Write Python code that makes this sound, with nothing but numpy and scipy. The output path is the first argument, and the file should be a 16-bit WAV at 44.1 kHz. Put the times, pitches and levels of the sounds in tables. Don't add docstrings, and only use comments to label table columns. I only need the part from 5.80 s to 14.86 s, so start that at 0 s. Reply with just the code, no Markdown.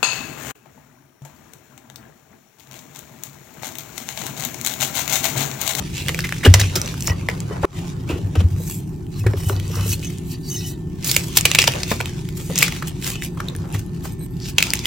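import sys
import numpy as np
from scipy import signal
from scipy.fft import rfft, irfft, next_fast_len
from scipy.io import wavfile
from scipy.ndimage import uniform_filter1d, map_coordinates

SR = 44100
rng = np.random.default_rng(int(sys.argv[2]) if len(sys.argv) > 2 else 0)


def generate_wav(signal):
    frames = np.transpose(np.atleast_2d(signal))
    scaled = np.clip(frames, -1, 1) * 32767
    pcm = np.round(scaled).astype(np.int16)
    wavfile.write(sys.argv[1], SR, pcm)


def decibels_to_gain(level_db):
    exponent = np.asarray(level_db, float) / 20
    return 10 ** exponent


N = 399546


def unit(x):
    return x / np.sqrt(np.mean(x ** 2) + 1e-20)


def along(points, hz):
    f, value = np.transpose(points)
    return np.interp(np.log(hz + 1), np.log(f + 1), value)


def wobble(rate_hz):
    knots = rng.standard_normal(int(N * rate_hz / SR) + 4)
    return map_coordinates(knots, [np.arange(N) * rate_hz / SR])


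def filtered(x, response):
    size = next_fast_len(N + SR // 2)
    spectrum = rfft(x, size) * response(np.fft.rfftfreq(size, 1 / SR))
    return irfft(spectrum, size)[..., :N]


def resonant(x, modes, order=1):
    def response(f):
        total = 0
        for k, (hz, width_hz, db) in enumerate(modes):
            damping = 1j * f * width_hz
            total = total + (-1) ** k * decibels_to_gain(db) * damping / (hz * hz - f * f + damping)
        total = total ** order
        return total / np.sqrt(np.mean(np.abs(total) ** 2))
    return filtered(x, response)


def pair(size, apart):
    z = rng.standard_normal((3, size))
    return np.sqrt(1 - apart) * z[0] + np.sqrt(apart) * z[1:]


def gesture(peak_s, rise_s, fall_s, hold_s=0):
    since = np.arange(0, N / SR + .002, .001) - peak_s[:, None]
    before = -since / np.c_[rise_s]
    after = (since - np.c_[hold_s]) / np.c_[fall_s]
    return -15 * np.maximum(np.maximum(before, after), 0)


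def summed(*levels_db):
    power = sum(np.sum(np.atleast_2d(decibels_to_gain(2 * db)), axis=0) for db in levels_db)
    return np.interp(np.arange(N) / SR, np.arange(len(power)) / 1000, np.sqrt(power))


# start_s [s], level_db [dB peak], pitch_hz [Hz]
TICKS = [(0.1797, -11, 2700), (0.2109, -15, 2860), (0.2543, -23, 3640), (0.2837, 2, 2500),
         (0.3454, -5.5, 2520), (0.3902, -0.5, 1960), (0.405, -9.5, 5000), (0.4913, -7, 1930),
         (0.5641, -14.5, 1970), (0.631, -25.5, 3000), (1.0153, -3.5, 6270), (1.0595, -16, 5770),
         (1.076, -7.5, 2840), (1.1408, -14, 1340), (1.2067, -10, 7140), (1.2234, -10, 5570),
         (1.261, -23.5, 5370), (1.273, -3, 6500), (1.503, -34.5, 7000), (1.6033, -12.5, 6800),
         (2.2895, -16, 2270), (2.555, -15.5, 1700), (3.5762, -24, 3020), (3.6341, -16, 2590),
         (3.7638, -19.5, 4140), (3.7984, -11, 3060), (3.879, -20, 7550), (3.9543, -15.5, 5770),
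         (4.1938, -20, 6030), (4.2282, -17.5, 2830), (4.2467, -18, 6300), (4.3839, -24, 7800),
         (6.2572, -6.5, 2550), (6.4883, -10.5, 2100), (7.225, -13, 2570), (7.2446, -11.5, 5540),
         (7.265, -11, 2320), (7.318, -11.5, 2680), (7.3553, -16, 2790), (7.422, -8.5, 2000),
         (7.6849, -11, 3850), (7.7504, -19.5, 1740), (7.763, -20, 9200), (7.925, -22.5, 9200),
         (8.2248, -33, 3610), (8.2507, -17, 1620), (8.3221, -28.5, 9000), (8.063, -36, 10400),
         (8.568, -27.5, 4500), (8.601, -20, 4530), (3.266, -28.5, 2700)]
# start_s [s], level_db [dB peak], pitch_hz [Hz]
CHIPS = [(5.2263, -21, 6230), (5.2704, -8, 4620), (5.5266, -23, 6610), (5.5595, -16, 4730),
         (5.5643, -20, 5220), (5.6097, -3.5, 7700), (5.708, -16, 2700), (5.7354, -6, 2490),
         (5.756, 2.5, 2630), (5.772, -15, 2700), (5.7986, 0, 4040), (5.8192, 2, 4770), (5.8258, 3.5, 2600),
         (5.871, -5.5, 2600), (5.873, -7.5, 4960), (5.878, 6, 2900), (5.8863, -7.5, 3000),
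         (5.9297, -26, 7370), (5.9367, -10, 2440), (5.955, -11.5, 2870), (6.0813, -19, 6950),
         (6.0965, -15, 2730), (6.2105, -2, 2600), (6.757, -5.5, 5630), (6.762, -9, 2600), (6.7784, 0, 6600),
         (6.794, -9, 2750), (6.807, -5, 2600), (6.8235, 4, 2460), (6.862, -10, 4530), (6.9229, -8, 2460),
         (6.9638, -11.5, 2500), (7.0731, -18, 5800), (8.8043, 1.5, 2340), (8.8385, -6, 3450),
         (8.8684, -14, 2540), (8.904, -5.5, 4930), (8.9541, -8.5, 6000), (8.972, -13.5, 2700),
         (8.9911, -11, 5030), (9.0484, -15, 2810), (9.0554, 1, 3040)]
# start_s [s], level_db [dB peak], pitch_hz [Hz], dull_db [dB], t60_s [s]
BLOWS = [(0.29, -3.5, 2050, -17, 0.021), (0.4385, -8.5, 2080, -29.5, 0.06),
         (0.5237, 0, 1960, -21.5, 0.0069), (0.631, -9, 1890, -19, 0.11), (0.648, -2, 2900, -23, 0.062),
         (0.6549, -6, 2940, -2, 0.012), (0.6614, 2, 1660, -14, 0.017), (0.67, -14, 2210, -10, 0.015),
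         (0.68, -25, 1200, -27, 0.013), (0.605, -22.5, 1960, -25, 0.023), (0.7388, 7.5, 5800, -18.5, 0.014),
         (0.7395, 2, 1970, -12, 0.022), (0.796, -6, 1780, -15, 0.016), (0.8126, -4, 3940, -13, 0.015),
         (0.8125, -7, 1940, -12.5, 0.017), (0.836, -17.5, 1500, -6, 0.012), (1.709, -28, 1000, -2, 0.061),
         (7.838, -32.5, 1370, -1.5, 0.085), (8.2533, -22.5, 1550, -7, 0.024),
         (1.278, -5.5, 1890, -5.5, 0.0097), (1.2973, -10.5, 2400, -7.5, 0.013),
         (1.4866, 0.5, 2020, -8.5, 0.0077), (1.497, -12, 2040, -20, 0.018), (2.2877, -20, 2620, -8, 0.16),
         (2.5522, -19, 2760, -1.5, 0.039), (2.603, -18, 3070, -3, 0.023), (3.465, -5, 1760, -13.5, 0.018),
         (3.44, -26, 1010, 2, 0.016), (3.5348, -18, 1910, 1.5, 0.01), (3.6949, -12.5, 2980, 2.5, 0.012),
         (5.8753, 6, 4900, -7, 0.011), (6.112, -11.5, 2180, 0, 0.036), (6.2023, -6, 2310, -5, 0.017),
         (6.697, -8.5, 476, -23, 0.043), (7.0234, -4, 1360, -25, 0.017), (7.573, -16.5, 1120, -17, 0.019),
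         (7.602, -5, 1420, -15.5, 0.012), (7.9454, -13, 1990, -11, 0.037)]
# start_s [s], level_db [dB peak], pitch_hz [Hz], powder_db [dB], t60_s [s]
SNAPS = [(0.7962, -8.5, 6000, -17, 0.039), (0.9538, -7.5, 5360, -14.5, 0.04),
         (4.1255, -19.5, 2820, -4, 0.046), (5.244, -11.5, 6000, -11.5, 0.019),
         (5.289, -12, 4560, -29.5, 0.051), (5.3138, 2, 5100, -10, 0.0066), (5.364, 11.5, 2600, -17, 0.0069),
         (5.5708, 12, 5310, -10.5, 0.0099), (5.5854, 0, 2600, -20, 0.006), (5.6525, 10.5, 2500, -22, 0.015),
         (5.7151, 11, 2320, -36, 0.0048), (5.7484, 9, 2500, -21, 0.0099), (5.786, 12.5, 2600, -29.5, 0.015),
         (5.817, 2, 2670, -23, 0.0054), (5.84, 3.5, 2500, -22.5, 0.0053),
         (6.0322, -1.5, 4930, -29.5, 0.0074), (6.7857, -6.5, 6130, -6.5, 0.014),
         (6.8266, 12.5, 2160, -16, 0.0089), (6.88, -5.5, 1670, -25, 0.013),
         (8.7826, 12.5, 2430, -30, 0.0096), (8.8254, 8.5, 2520, -22, 0.0065),
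         (8.9353, 5, 2320, -10.5, 0.0042)]


def breaks():
    for s, db, hz in list(TICKS) + list(CHIPS):
        yield s, db + 2.5, hz, -26, -16, .005, -5.5, SR // 40
    for s, db, hz, dull_db, t60 in BLOWS:
        hiss_db = 6 * np.log2(hz / 6000)
        yield s, db, hz, dull_db, -20.5, t60, hiss_db, SR // 10
    for s, db, hz, powder_db, t60 in SNAPS:
        yield s, db, hz, -22.5, powder_db, t60, 0, SR // 10


# start_s [s], level_db [dB], t60_s [s]
THUDS = [
    (1.834, -16, 0.062),
    (1.846, -11, 0.03),
]
# pitch_hz [Hz], width_hz [Hz], level_db [dB]
THUD_BODY = [(850, 1100, 0)]


def thuds():
    out = np.zeros((2, N + SR))
    t = np.arange(SR // 10) / SR
    for s, db, t60 in THUDS:
        start = round(s * SR)
        out[:, start:start + len(t)] += decibels_to_gain(db - 60 * t / t60) * pair(len(t), 0.89)
    return resonant(out[:, :N], THUD_BODY, order=3)


# pitch_hz [Hz], width_hz [Hz], level_db [dB]
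FIST = [(2600, 1360, 0.5), (4930, 1760, 1.5), (6130, 2420, 0)]
HEAP = [(450, 126, 10), (1030, 1060, 6.5)]
POWDER = [(7670, 5100, 0.5), (11820, 650, 6), (14140, 4600, -1.5)]
STRUCK = [(1930, 30, 0), (3020, 32, -1), (5400, 70, -9)]


def cracks():
    hand, heap, powder, ring = np.zeros((4, 2, N + SR))
    for s, db, hz, dull_db, powder_db, t60, hiss_db, size in breaks():
        t = np.arange(size) / SR
        at = slice(round(s * SR), round(s * SR) + size)
        side = decibels_to_gain(db + rng.normal(0, 0.51) * np.array([[1], [-1]]))
        blow = side * decibels_to_gain(-60 * t / t60) * (1 - np.exp(-t / (0.11 * t60)))
        debris = side * decibels_to_gain(-19 - 18 * t / t60) * (1 - np.exp(-t / .002))
        jerks = np.repeat(rng.standard_normal(size // 32 + 1), 32)[:size]
        shape = decibels_to_gain(2.0 * jerks) * (blow + debris)
        puff = 1 - np.exp(-t / 0.00036)
        hand[:, at] += decibels_to_gain(hiss_db) * shape * pair(size, 0.2)
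        heap[:, at] += decibels_to_gain(dull_db) * shape * pair(size, 0.39)
        powder[:, at] += decibels_to_gain(powder_db + hiss_db) * shape * puff * pair(size, 0.26)
        ring[:, at] += blow * decibels_to_gain(-95 * t / t60) * np.sin(2 * np.pi * hz * t)
        b, a = signal.iirpeak(hz, 1.6, SR)
        coloured = signal.lfilter(b, a, shape * pair(size, 0.16))
        ring[:, at] += decibels_to_gain(-0.5) * signal.lfilter(b, a, coloured)
        b, a = signal.iirpeak(hz, 6.5, SR)
        ring[:, at] += decibels_to_gain(5.0) * signal.lfilter(b, a, shape * pair(size, 0.065))
    hand, heap, powder, ring = hand[:, :N], heap[:, :N], powder[:, :N], ring[:, :N]
    knocked = heap * (np.arange(N) < 3.5 * SR)
    out = decibels_to_gain(-6) * resonant(hand, FIST)
    out += decibels_to_gain(3.0) * resonant(heap, HEAP, order=2)
    out += decibels_to_gain(11.5) * resonant(powder, POWDER, order=2)
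    out += decibels_to_gain(-8) * resonant(knocked, STRUCK, order=2)
    return out + decibels_to_gain(2.5) * ring + thuds()


def grit(per_s, spread_db, t60):
    strength = decibels_to_gain(spread_db * np.minimum(rng.exponential(size=N), 3))
    hits = (rng.random(N) < per_s / SR) * strength
    return unit(signal.lfilter([1], [1, -decibels_to_gain(-60 / (t60 * SR))], hits))


def patchy(x, depth_db):
    z = signal.stft(x, nperseg=512)[2]
    field = uniform_filter1d(rng.standard_normal(z.shape[1:]), size=2, axis=0)
    field = uniform_filter1d(field, size=12, axis=1)
    return signal.istft(z * decibels_to_gain(depth_db * unit(field)), nperseg=512)[1][:, :N]


# peak_s [s], swell_s [s], fade_s [s], level_db [dB], powder_over_crumbs_db [dB]
RUBS = [(.19, 0.17, 1, -30, -7.5), (.963, 0.014, 0.41, -32.5, -7), (1.277, 0.13, 0.063, -37, 9.5),
        (2.923, 0.27, 0.13, -38, 8), (3.397, 0.092, 0.11, -42, 2.5), (3.692, 0.21, 0.14, -43, 11),
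        (4.126, 0.34, 0.034, -32, 4), (4.25, 0.28, 0.26, -39, -2), (4.532, 0.14, 0.041, -41.5, 6.5),
        (4.724, 0.11, 0.21, -42, 10.5), (4.87, 0.3, 0.1, -45, 14), (5.272, 0.048, 0.29, -24.5, 4.5),
        (5.574, 0.035, 0.035, -19.5, 2), (6.116, 0.063, .08, -25.5, -1.5), (6.572, 0.028, 0.49, -39, 5),
        (6.84, 0.092, 0.074, -17.5, -7.5), (6.97, 0.024, 0.061, -31, -16), (7.08, 0.027, 0.035, -32, 1),
        (7.273, 0.079, 0.11, -26.5, 1), (7.448, 0.055, 0.056, -32, 2.5), (7.945, 0.016, 0.04, -32, 1.5),
        (7.995, 0.04, 0.023, -36.5, 0), (3.325, 0.02, 0.066, -44, -6.5), (3.585, 0.032, 0.074, -39, 4.5),
        (3.96, 0.02, 0.045, -40, 9), (5.63, 0.05, 0.03, -34, -9), (8.251, 0.051, 0.097, -39, 2.5),
        (8.7, 0.098, 0.03, -35.5, 2), (9.06, 0.026, .1, -20.5, -22)]
# start_s [s], fade_s [s], level_db [dB], heap_over_crumbs_db [dB]
SPILLS = [(0.0, 0.061, -34.5, 1), (.659, 0.058, -26, -8), (0.751, 0.41, -28.5, -4.5),
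          (.963, 0.19, -37.5, 11), (2.76, 0.16, -50, 8), (1.29, 0.31, -44.5, 10.5), (1.497, 1, -43.5, 4.5),
          (1.699, 0.57, -44, 11), (1.83, 0.27, -34.5, -19), (1.994, 0.18, -40.5, 1),
          (2.305, 0.33, -41.5, 8), (2.597, 0.058, -36, 2), (3.467, 0.37, -50, 14), (3.692, 0.23, -49, 11.5),
          (3.95, 0.3, -51, 8), (5.667, 0.44, -22, -17), (5.812, 0.18, -21.5, -29), (5.955, 0.073, -33.5, 8),
          (6.216, 0.28, -33.5, -5), (6.599, 0.39, -57, 11), (6.924, 0.28, -36, -2), (7.597, 0.62, -43, 3),
          (7.8, .15, -51.5, 2), (7.9, 0.12, -68, 30.5), (8.256, 0.044, -42.5, 8),
          (8.802, 0.37, -26.5, -8.5)]


def crumbs():
    s, swell, fade, rub_db, fine_db = np.transpose(RUBS)
    rub, rub_db, fine_db = gesture(s, swell, fade), np.c_[rub_db], np.c_[fine_db]
    s, fade, spill_db, heavy_db = np.transpose(SPILLS)
    spill, spill_db, heavy_db = gesture(s, 0.029, fade), np.c_[spill_db], np.c_[heavy_db]
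    crumb_gain = summed(rub + rub_db, spill + spill_db, -54.5)
    heap_gain = summed(0.91 * rub + rub_db - 12, spill + spill_db + heavy_db, -52)
    powder_gain = summed(1.87 * rub + rub_db + fine_db, 1.2 * spill + spill_db - 27.5, -58)
    patter = .42 * grit(per_s=320, spread_db=7, t60=.008)

    def stirred(apart):
        return decibels_to_gain(2 * wobble(25)) * (.9 + patter) * pair(N, apart)

    loose = unit(resonant(stirred(0.53), FIST))
    heap = unit(resonant(stirred(1.0), HEAP, order=2))
    powder = unit(resonant(stirred(0.28), POWDER, order=2))
    mix = decibels_to_gain(-3) * crumb_gain * loose + decibels_to_gain(-3.5) * heap_gain * heap + decibels_to_gain(-1.5) * powder_gain * powder
    return patchy(mix, depth_db=3.2)


# start_s [s], end_s [s], level_db [dB], pitch_hz [Hz], spread_oct [octaves]
SLIDES = [(0.114, 0.244, -46, 2870, 0.2), (1.254, 1.319, -33, 5330, 0.073), (1.27, 1.327, -42, 2590, .04),
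          (1.261, 1.335, -43, 2880, .13), (1.271, 1.34, -36.5, 1940, .05),
          (2.56, 2.626, -52.5, 5400, 0.069), (3.333, 3.444, -54, 5400, 0.049),
          (3.475, 3.83, -50.5, 5450, 0.039), (3.868, 4.1, -45.5, 5480, 0.05),
          (3.402, 3.428, -45, 2590, .04), (3.308, 3.43, -49, 4260, 0.07), (3.572, 3.768, -48, 2980, .04),
          (3.7, 3.77, -47, 4100, .05), (3.954, 4.092, -44, 2830, 0.13), (5.709, 5.785, -34, 2650, .08),
          (5.789, 5.88, -32, 2650, .08), (3.491, 4.093, -56, 3060, 0.6), (3.878, 4.112, -37, 1180, .2),
          (4.097, 4.144, -43, 6300, 0.52), (4.11, 4.146, -32, 2680, 0.12),
          (4.121, 4.152, -29.5, 4240, 0.028), (4.218, 4.282, -41, 2780, 0.14),
          (4.233, 4.298, -50, 6300, 0.11), (4.474, 4.576, -53, 2780, 0.19), (4.491, 4.571, -49, 4620, 0.18),
          (4.619, 4.723, -45.5, 4620, 0.15), (4.668, 4.821, -44.5, 6300, 0.043),
          (4.681, 4.915, -45, 5370, 0.075), (4.692, 4.982, -46.5, 3730, 0.18),
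          (4.695, 4.77, -40, 2980, .05), (4.805, 4.898, -43.5, 2980, .04), (4.69, 4.93, -56, 1940, .04),
          (4.7, 4.796, -42, 3730, .04), (4.8, 4.85, -47, 2590, .04), (4.68, 4.99, -57.5, 2500, 0.39),
          (4.779, 4.954, -57, 2890, 0.13), (4.804, 4.93, -54, 5770, 0.11), (7.303, 7.5, -42.5, 2760, 0.096),
          (8.312, 8.345, -52, 10200, 0.24), (8.375, 8.477, -49.5, 10000, 0.25),
          (8.487, 8.56, -63.5, 11000, 0.23), (8.388, 8.46, -52, 4030, .03),
          (8.589, 8.736, -29.5, 5017, .03)]
# pitch_hz [Hz], width_hz [Hz], level_db [dB]
BLOCK = [(1180, 940, -3), (1940, 70, 3.5), (2590, 94, 0.5), (2980, 85, 1.5), (3730, 140, -0.5),
         (4030, 100, -1), (4240, 110, -5), (4620, 80, 4.5), (5170, 2200, -0.5), (5370, 130, 1.5),
         (5770, 110, 9), (6300, 120, 11.5), (8400, 340, 8), (11770, 220, 7.5)]


def rubbing():
    out = np.zeros((2, N))
    for start, end, db, centre_hz, spread in SLIDES:
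        at = slice(round(start * SR), round(end * SR))
        size = at.stop - at.start
        jerks = np.repeat(rng.standard_normal(size // 200 + 1), 200)[:size]
        push = decibels_to_gain(2.5 * jerks) * pair(size, 0.055)
        fade = signal.windows.tukey(size, .65)
        for hz, width_hz, mode_db in BLOCK:
            free = np.exp(-.5 * (np.log2(hz / centre_hz) / spread) ** 2)
            b, a = signal.iirpeak(hz, hz / width_hz, SR)
            mode = signal.lfilter(b, a, 0.094 * push + signal.lfilter(b, a, push))
            knots = np.arange(0, size, 1400)
            flicker = np.interp(np.arange(size), knots, rng.standard_normal(len(knots)))
            out[:, at] += free * decibels_to_gain(db + mode_db) * fade * unit(decibels_to_gain(2.5 * flicker) * mode)
    return out


# start_s [s], held_s [s], level_db [dB], t60_s [s]
PUSHES = [(0.677, 0.034, -9, 0.12), (0.745, 0.009, -18.5, 0.38), (0.817, 0.0078, -20, 0.31),
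          (0.95, 0.02, -37, 0.4), (2.647, 0.013, -17, 0.1), (1.308, .005, -21, 0.14),
          (1.41, 0.018, -41, 10), (1.84, 0.0041, -26, 0.076), (2.339, 0.0039, -27, 0.08),
          (2.449, 0.0045, -24, 0.16), (2.579, 0.021, -18, 0.23), (2.72, 0.028, -27.5, 0.4),
          (3.417, .005, -26, 0.12), (3.466, 0.0036, -18, 0.33), (3.571, 0.0049, -24.5, 0.11),
          (3.672, 0.0061, -23.5, 0.09), (3.727, 0.0083, -25, 0.88), (3.986, 0.13, -28, 0.22),
          (7.772, 0.02, -34.5, 0.39), (7.947, 0.014, -28.5, 0.29)]


def pushes():
    s, held, db, t60 = np.transpose(PUSHES)
    return summed(np.c_[db] + gesture(s, 0.001 * decibels_to_gain(-db), t60 * 15 / 60, held))


# pitch_hz [Hz], width_hz [Hz], level_db [dB]
PANEL = [(96, 10, 0), (64, 10, -13)]
# start_s [s], level_db [dB peak], pitch_hz [Hz]
KNOCKS = [(0.648, -14, 400), (0.657, -5.5, 259), (0.664, -5, 388), (0.963, -16.5, 370), (1.831, -18, 540),
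          (1.845, -6.5, 388), (2.299, -14.5, 327), (2.314, -22, 380), (2.33, -18, 290), (2.358, -19, 353),
          (2.39, -26, 408), (1.709, -21.5, 420), (7.754, -26.5, 332), (6.698, -24, 534), (2.8, -30, 476),
          (3.9, -28.5, 450), (3.97, -27, 465), (4.06, -27.5, 446), (5.789, -24, 390), (8.254, -34, 786),
          (2.56, -20.5, 317), (2.616, -16, 190), (3.464, -12, 373), (3.539, -17.5, 398), (3.702, -16, 392),
          (5.877, -21, 926), (6.115, -15, 209), (7.945, -24, 294)]


def counter():
    swing = 0
    for hz, width_hz, db in PANEL:
        level = decibels_to_gain(db + 10.5 + wobble(27))
        drifting_hz = hz + width_hz / 2 * wobble(14)
        swing = swing + level * np.sin(2 * np.pi * np.cumsum(drifting_hz) / SR)
    out = np.pad(pushes() * swing, (0, SR))
    t = np.arange(SR // 4) / SR
    for s, db, hz in KNOCKS:
        tone = np.sin(2 * np.pi * hz * t)
        tone += 0.28 * np.sin(2 * np.pi * 1.37 * hz * t + 6 * rng.random())
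        start = round(s * SR)
        out[start:start + len(t)] += decibels_to_gain(db - 60 * t / 0.072) * (1 - np.exp(-t / 0.00031)) * tone
    return decibels_to_gain([[.4], [-.4]]) * out[:N]


# pitch_hz [Hz], t60_s [s]
ROOM = [(200, 0.43), (2000, 0.17), (10000, 0.097)]


def room(x):
    hz, t, z = signal.stft(rng.standard_normal((2, SR // 3)), SR, nperseg=256)
    decay = decibels_to_gain(-60 * t / along(ROOM, hz)[:, None])
    tail = signal.istft(z * decay, SR, nperseg=256)[1]
    late = np.pad(x, ((0, 0), (150, 0)))
    return signal.fftconvolve(late, tail / np.linalg.norm(tail[0]), axes=1)[:, :N]


# pitch_hz [Hz], level_db [dB per Hz]
AIR = [(15, -45), (25, -8.5), (170, 6), (205, -7.5), (390, -8.5), (528, -39.5), (852, -26.5), (3300, -120)]
# pitch_hz [Hz], likeness [-1 to 1]
ALIKE = [(60, 0.95), (250, 0.94), (600, 0.039), (1500, 0.66)]
# pitch_hz [Hz], level_db [dB]
WHINE = [(357, -42), (1072, -64), (1787, -61)]


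def ventilation():
    def rumble(hz):
        turn = np.arccos(np.clip(along(ALIKE, hz), -1, 1)) / 2
        return decibels_to_gain(along(AIR, hz)) * [np.cos(turn), np.sin(turn)]

    mid, side = filtered(rng.standard_normal((2, N)), rumble)
    air = decibels_to_gain(-27.5 + 0.15 * wobble(2.7)) * unit(np.array([mid + side, mid - side]))
    t = np.arange(N) / SR
    motor_db = np.interp(t, [3.9, 4.2], [-7, 0])
    for hz, db in WHINE:
        level = decibels_to_gain(db + motor_db + 1.5 * wobble(9))
        air = air + level * np.sin(2 * np.pi * hz * t + wobble(9))
    return air


def scene():
    breaking = cracks()
    echo = decibels_to_gain(-13) * room(breaking)
    return breaking + echo + crumbs() + rubbing() + counter() + ventilation()


# pitch_hz [Hz], left_lead_rad [radians]
PORTS = [(500, 0), (800, -.6), (1200, 0), (2800, .4), (4400, .1), (6400, -1.3), (7900, -.5), (9400, -1.45)]


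def microphones(x):
    def response(hz):
        return np.exp(.5j * along(PORTS, hz) * np.array([[1], [-1]])) * (hz < 15950)
    return filtered(x, response)


def band_limit(x):
    return signal.sosfilt(signal.butter(12, 16610, fs=SR, output="sos"), x)


def record(dry):
    change_s, drop_db, fade_s = 1.853, -24, .12
    since = np.arange(N) / SR - change_s
    dip = (since > 0) * np.clip(1 - since / fade_s, 0, 1)
    x = microphones(dry) * decibels_to_gain(drop_db * dip)
    x = x / (1 + np.abs(x) ** 8) ** (1 / 8)
    return band_limit(x)


dry = scene()
out = record(dry)
generate_wav(out)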